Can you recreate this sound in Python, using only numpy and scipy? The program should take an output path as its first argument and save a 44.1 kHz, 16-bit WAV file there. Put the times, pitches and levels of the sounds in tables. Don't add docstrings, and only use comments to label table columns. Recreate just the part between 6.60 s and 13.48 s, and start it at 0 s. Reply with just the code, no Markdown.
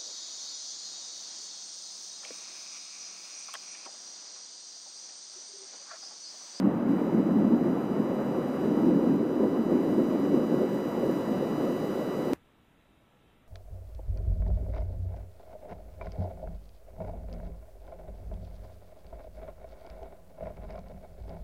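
import sys
import numpy as np
from scipy import signal
from scipy.fft import next_fast_len
from scipy.io import wavfile
from scipy.ndimage import uniform_filter1d

SR = 44100
rng = np.random.default_rng(int(sys.argv[2]) if len(sys.argv) > 2 else 0)


def unload_audio(sound):
    columns = np.transpose(np.atleast_2d(sound))
    steps = np.round(np.clip(columns, -1, 1) * 32767)
    wavfile.write(sys.argv[1], SR, steps.astype(np.int16))


def gain_from_decibels(decibels):
    exponent = np.asarray(decibels, float) / 20
    return 10 ** exponent


N = 303319
T = np.arange(N) / SR
CUT_S = 5.7343
LINE_RISES_S = 0.285


def evened(x):
    return x / np.sqrt(np.mean(x ** 2) + 1e-20)


def curve(rows, index):
    return np.interp(T, [row[0] for row in rows], [row[index] for row in rows])


def drift(rate_hz):
    t = T[::64]
    slow = np.zeros(len(t))
    for f in np.geomspace(rate_hz / 10, rate_hz, num=24):
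        slow += np.sin(2 * np.pi * (f * t + rng.random())) / np.sqrt(f)
    return evened(np.interp(T, t, slow))


def band(x, lo_hz, hi_hz):
    sos = signal.butter(N=4, Wn=[lo_hz, hi_hz], btype="band", fs=SR, output="sos")
    return signal.sosfiltfilt(sos, x)


def noise(colour, patchy_db, stretch=0.98, size=1024):
    hop = size // 4
    frames, hz = N // hop + 5, np.fft.rfftfreq(size, 1 / SR)
    a, b, patches = rng.standard_normal((frames, len(hz), 3)).T
    patches = uniform_filter1d(patches, size=7, axis=0)
    patches = evened(uniform_filter1d(patches, size=8, axis=1))
    frame_at = np.minimum(np.arange(frames) * hop, N - 1)
    slide = (stretch * np.ones(N))[frame_at]
    f, level_db = np.transpose(colour)
    shape_db = np.interp(np.log(hz[:, None] / slide + 1), np.log(f + 1), level_db)
    z = (a + 1j * b) * gain_from_decibels(shape_db + patchy_db * patches)
    z /= np.sqrt(np.mean(gain_from_decibels(shape_db) ** 2, axis=0))
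    return evened(signal.istft(z, nperseg=size, noverlap=size - hop)[1][:N])


# t/s, level/dB
GAIN = [(0, -0.5), (.95, -1), (2.05, 2.5), (2.5, 1.5), (2.57, -0.5), (3.3, 3), (5.2, 6), (5.74, 6)]


def control_db():
    return curve(GAIN, index=1)


SPIKE_HZ = 981.9


def pitted(x, comb_db, share):
    hz, t, z = signal.stft(x, SR, nperseg=512, noverlap=384)
    comb = np.cos(2 * np.pi * hz / SPIKE_HZ)[:, None]
    rows, columns = (hz / 200).astype(int), (t / .02).astype(int)
    cells = rng.random((200, 400))[rows][:, columns]
    holes = (cells < share * (1 - .6 * comb)) & (hz[:, None] > 5200)
    return signal.istft(z * gain_from_decibels(comb_db * comb - 18 * holes), SR, nperseg=512, noverlap=384)[1][:N]


# f/Hz, level/dB per Hz
IDLE_COLOUR = [(12, -32), (20, 2.5), (167, 0.5), (640, -7.5), (1120, -12), (2000, -15), (2520, -16.5),
               (3750, -18), (4000, -19.5), (4300, -31.5), (9000, -31), (15800, -33)]


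def idle_line():
    return gain_from_decibels(-63) * pitted(noise(IDLE_COLOUR, 1.4, size=2048), .1, 0.11)


# f/Hz, level/dB rms
WHINE = [
    (1332, -82.5),
    (2664, -86),
]


def whine():
    lift_db = np.where(T < CUT_S, control_db() + 11.3, 0)
    return sum(np.sqrt(2) * gain_from_decibels(db + lift_db) * np.sin(2 * np.pi * hz * T) for hz, db in WHINE)


# f/Hz, level/dB per Hz
HISS_COLOUR = [(1200, -30), (2000, -11), (3300, -14.5), (4500, -16.5), (6400, -17.5), (7250, -19.5),
               (7420, -20), (7600, -22), (9300, -18), (9500, -24), (9700, -21), (12000, -19), (12400, -37),
               (15600, -36)]


def hiss():
    level_db = -64.5 + control_db() + .5 * drift(13) - 2.0 * (T < LINE_RISES_S)
    return pitted(noise(HISS_COLOUR, 1.4, size=512), 0.99, 0.14) * gain_from_decibels(level_db)


# number, level/dB
SPIKE = [(1, 4), (2, 1.5), (3, 0), (4, -2.5), (5, -5), (6, -8.5), (7, -12), (8, -14.5), (9, -25),
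         (10, -19.5), (11, -35)]


def buzz():
    turns = 2 * np.pi * np.cumsum(SPIKE_HZ + 0.5 * drift(3)) / SR
    jitter = 0.025 * evened(band(rng.standard_normal(N), 5., 220.))
    nudged = turns + 0.18 * np.sin(turns / 8) + jitter
    lines = np.zeros(N)
    for k, db in SPIKE:
        lines += gain_from_decibels(db + 0.086 * k * drift(30)) * np.cos(round(k) * (nudged + 1.24))
    level_db = -65 + 0.96 * control_db() - 5.1 * (T < LINE_RISES_S)
    return np.sqrt(2) * gain_from_decibels(level_db) * lines


def blocks(length_s, keep=0):
    value, fresh = rng.random((2000, 2)).T
    last = np.maximum.accumulate(np.arange(2000) * (fresh >= keep))
    return value[last][(T / length_s).astype(int)]


FOLD_HZ = (5634, 5856, 6000)
# t/s, chance 0-1
FOLD_SHARE = [(0, 1), (1.1, .95), (1.2, .45), (3.8, .45), (3.9, .8), (5.8, .9)]


def folded(x):
    source = signal.hilbert(pitted(band(x, 5900, 10000), 3, 0), next_fast_len(N))[:N]
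    large_hz = np.where(T < 3.8, *FOLD_HZ[1:])
    small = (source * np.exp(2j * np.pi * FOLD_HZ[0] * T)).real
    large = (source * np.exp(2j * np.pi * large_hz * T)).real
    chosen = 1. * (blocks(.02, keep=.35) < curve(FOLD_SHARE, index=1))
    pick = np.clip(uniform_filter1d(chosen, size=120), 0, 1)
    level_db = uniform_filter1d(1.7 * blocks(.04), size=200) - 1.5
    top = band(np.sqrt(1 - pick) * small + np.sqrt(pick) * large, 11950, 18000)
    lifted = top + 0.3 * band(top, 14000.0, 17000.)
    return x + lifted * gain_from_decibels(level_db)


# t/s, peak level/dB, f/Hz
BLASTS = [(0.048, -11.5, 208), (0.303, -17.5, 288), (0.408, -12.5, 228.5), (0.711, -13, 254),
          (1.003, -21, 270), (1.178, -16.5, 269), (1.386, -30, 285), (1.84, -38, 236), (2.157, -21, 272),
          (2.261, -20, 280), (2.518, -9, 281), (2.988, -12, 233.5), (3.054, -19, 245), (3.27, -22, 300),
          (3.331, -17.5, 365), (3.733, -13, 345), (3.811, -17.5, 263), (3.935, -22, 330), (4.139, -16, 289),
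          (4.361, -25, 370), (4.464, -27, 265), (4.705, -15, 250), (4.797, -32, 260), (4.908, -16.5, 230),
          (4.974, -14.5, 314), (5.365, -19.5, 462)]


def blasts():
    out, t = np.zeros(N), np.arange(3000) / SR
    shape = (t / .007) ** 2.0 * np.exp(-t / 0.0059)
    shape /= shape.max()
    for (s, db, hz), turn in zip(BLASTS, rng.random((len(BLASTS), 1))):
        part = out[round(s * SR):][:len(t)]
        part += gain_from_decibels(db - 9.0) * shape * np.sin(2 * np.pi * (hz * t + turn))
    return out


# f/Hz, level/dB per Hz
RUMBLE_COLOUR = [(12, -63), (20, -27.5), (91, -41), (142, -11), (225, 2.5), (310, 0), (406, -13.5),
                 (507, -23), (665, -28.5), (900, -25.5), (1170, -51.5), (1980, -120)]
GROWL_COLOUR = [(200, -30), (320, -2.5), (380, 2.5), (450, -9.5), (506, -0.5), (580, -8), (800, -35.5),
                (2000, -100)]
ROAR_COLOUR = [(12, -47), (20, -30), (70, -21.5), (185, 10.5), (400, -4), (620, 2.5), (800, -2), (1210, -6),
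               (1680, -14.5), (2000, -18), (2320, -23), (3010, -28), (3500, -36.5), (7000, -100)]
# t/s, rumble level/dB, brightness/dB
CARRY = [(0, -32.5, -2.5), (.8, -25.5, -1.5), (1.25, -32.5, -1), (1.95, -34, 1.5), (2.2, -25.5, 3),
         (3.3, -29.5, 2.5), (4.0, -33, 3), (4.3, -35, 0.5), (4.9, -34, 2), (5.45, -35.5, 1),
         (5.74, -35, 1.5)]
# t/s of the top, lift level/dB, half length/s, share that reaches the growl 0-1
SURGES = [(.06, 10.5, 0.032, .3), (0.345, 2, 0.073, 1), (.55, 3.5, .06, 0.5), (.78, 4, 0.051, 0.1),
          (0.927, 8.5, 0.024, 0.45), (1.078, 8, 0.038, 0.3), (1.382, 7, 0.035, .5), (1.595, 1.5, 0.062, 1),
          (1.836, 1, 0.062, 1), (2.255, 3, 0.03, 1), (2.35, 2.5, .04, .3), (2.524, 3.5, 0.079, .1),
          (2.67, -3, 0.028, 0), (2.83, 5.5, 0.03, 1), (3.037, -4.5, 0.025, 1), (3.138, 4.5, 0.045, 0.9),
          (3.375, 6.5, 0.046, 0.24), (3.723, 7, 0.091, 0.2), (3.92, 5.5, 0.024, 1), (4.028, 7.5, 0.018, .8),
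          (4.457, 7, .05, 0.87), (4.69, 7, 0.016, 1), (4.903, 2, 0.025, 0.2), (5.128, 1.5, 0.077, 0.9),
          (5.378, 1.5, 0.025, 1), (5.697, 4, 0.039, 0.9)]


def rumble():
    t = T[::64]
    top_s, lift_db, half_s, share = np.transpose(SURGES)[:, :, None]
    bumps = lift_db * np.exp(-.5 * ((t - top_s) / half_s) ** 2)
    surge_db = np.interp(T, t, bumps.sum(axis=0))
    reach_db = np.interp(T, t, (share * bumps).sum(axis=0))
    bright_db = curve(CARRY, index=2)

    centre = gain_from_decibels(0.15 * bright_db + 0.34 * drift(2.95))
    hump_db = curve(CARRY, index=1) + surge_db + 0.73 * drift(30)
    hump = noise(RUMBLE_COLOUR, 0.59, centre, size=2048) * gain_from_decibels(hump_db)

    growl_db = -35.5 + bright_db + reach_db + 1.8 * drift(30)
    growl = noise(GROWL_COLOUR, 0.49) * gain_from_decibels(growl_db)

    roar_db = -35 + 0.73 * control_db() - 1.03 * T + 0.11 * reach_db
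    roar = noise(ROAR_COLOUR, 1.23) * gain_from_decibels(roar_db + 0.35 * drift(60))
    return hump + growl + roar


def switch_off(x):
    x = x + (-.085 - x[0]) * np.cos(2 * np.pi * 260 * T) * np.exp(-T / 0.0082)
    before = np.minimum(T - CUT_S, 0)
    crest = (.14 - x[round(CUT_S * SR)]) * np.cos(2 * np.pi * 290 * before) * np.exp(before / 0.0068)
    after = np.maximum(T - CUT_S, 0)
    tail = gain_from_decibels(-45.0) * (1 - np.exp(-after / 0.0018)) * np.exp(-after / 0.018)
    return np.where(T < CUT_S, x + crest, noise(IDLE_COLOUR, 1.1, stretch=.7) * tail)


def scene():
    live = switch_off(rumble() + blasts() + folded(buzz() + hiss()))
    return (live + whine() + idle_line())[None]


def low_pass(x):
    return signal.sosfilt(signal.butter(12, 16090, fs=SR, output="sos"), x)


def record(dry):
    edge = signal.firwin(2047, 15480, window=("kaiser", 9), fs=SR)
    limited = signal.oaconvolve(dry, edge[None], "same")
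    return low_pass(limited)


dry = scene()
out = record(dry)
unload_audio(out)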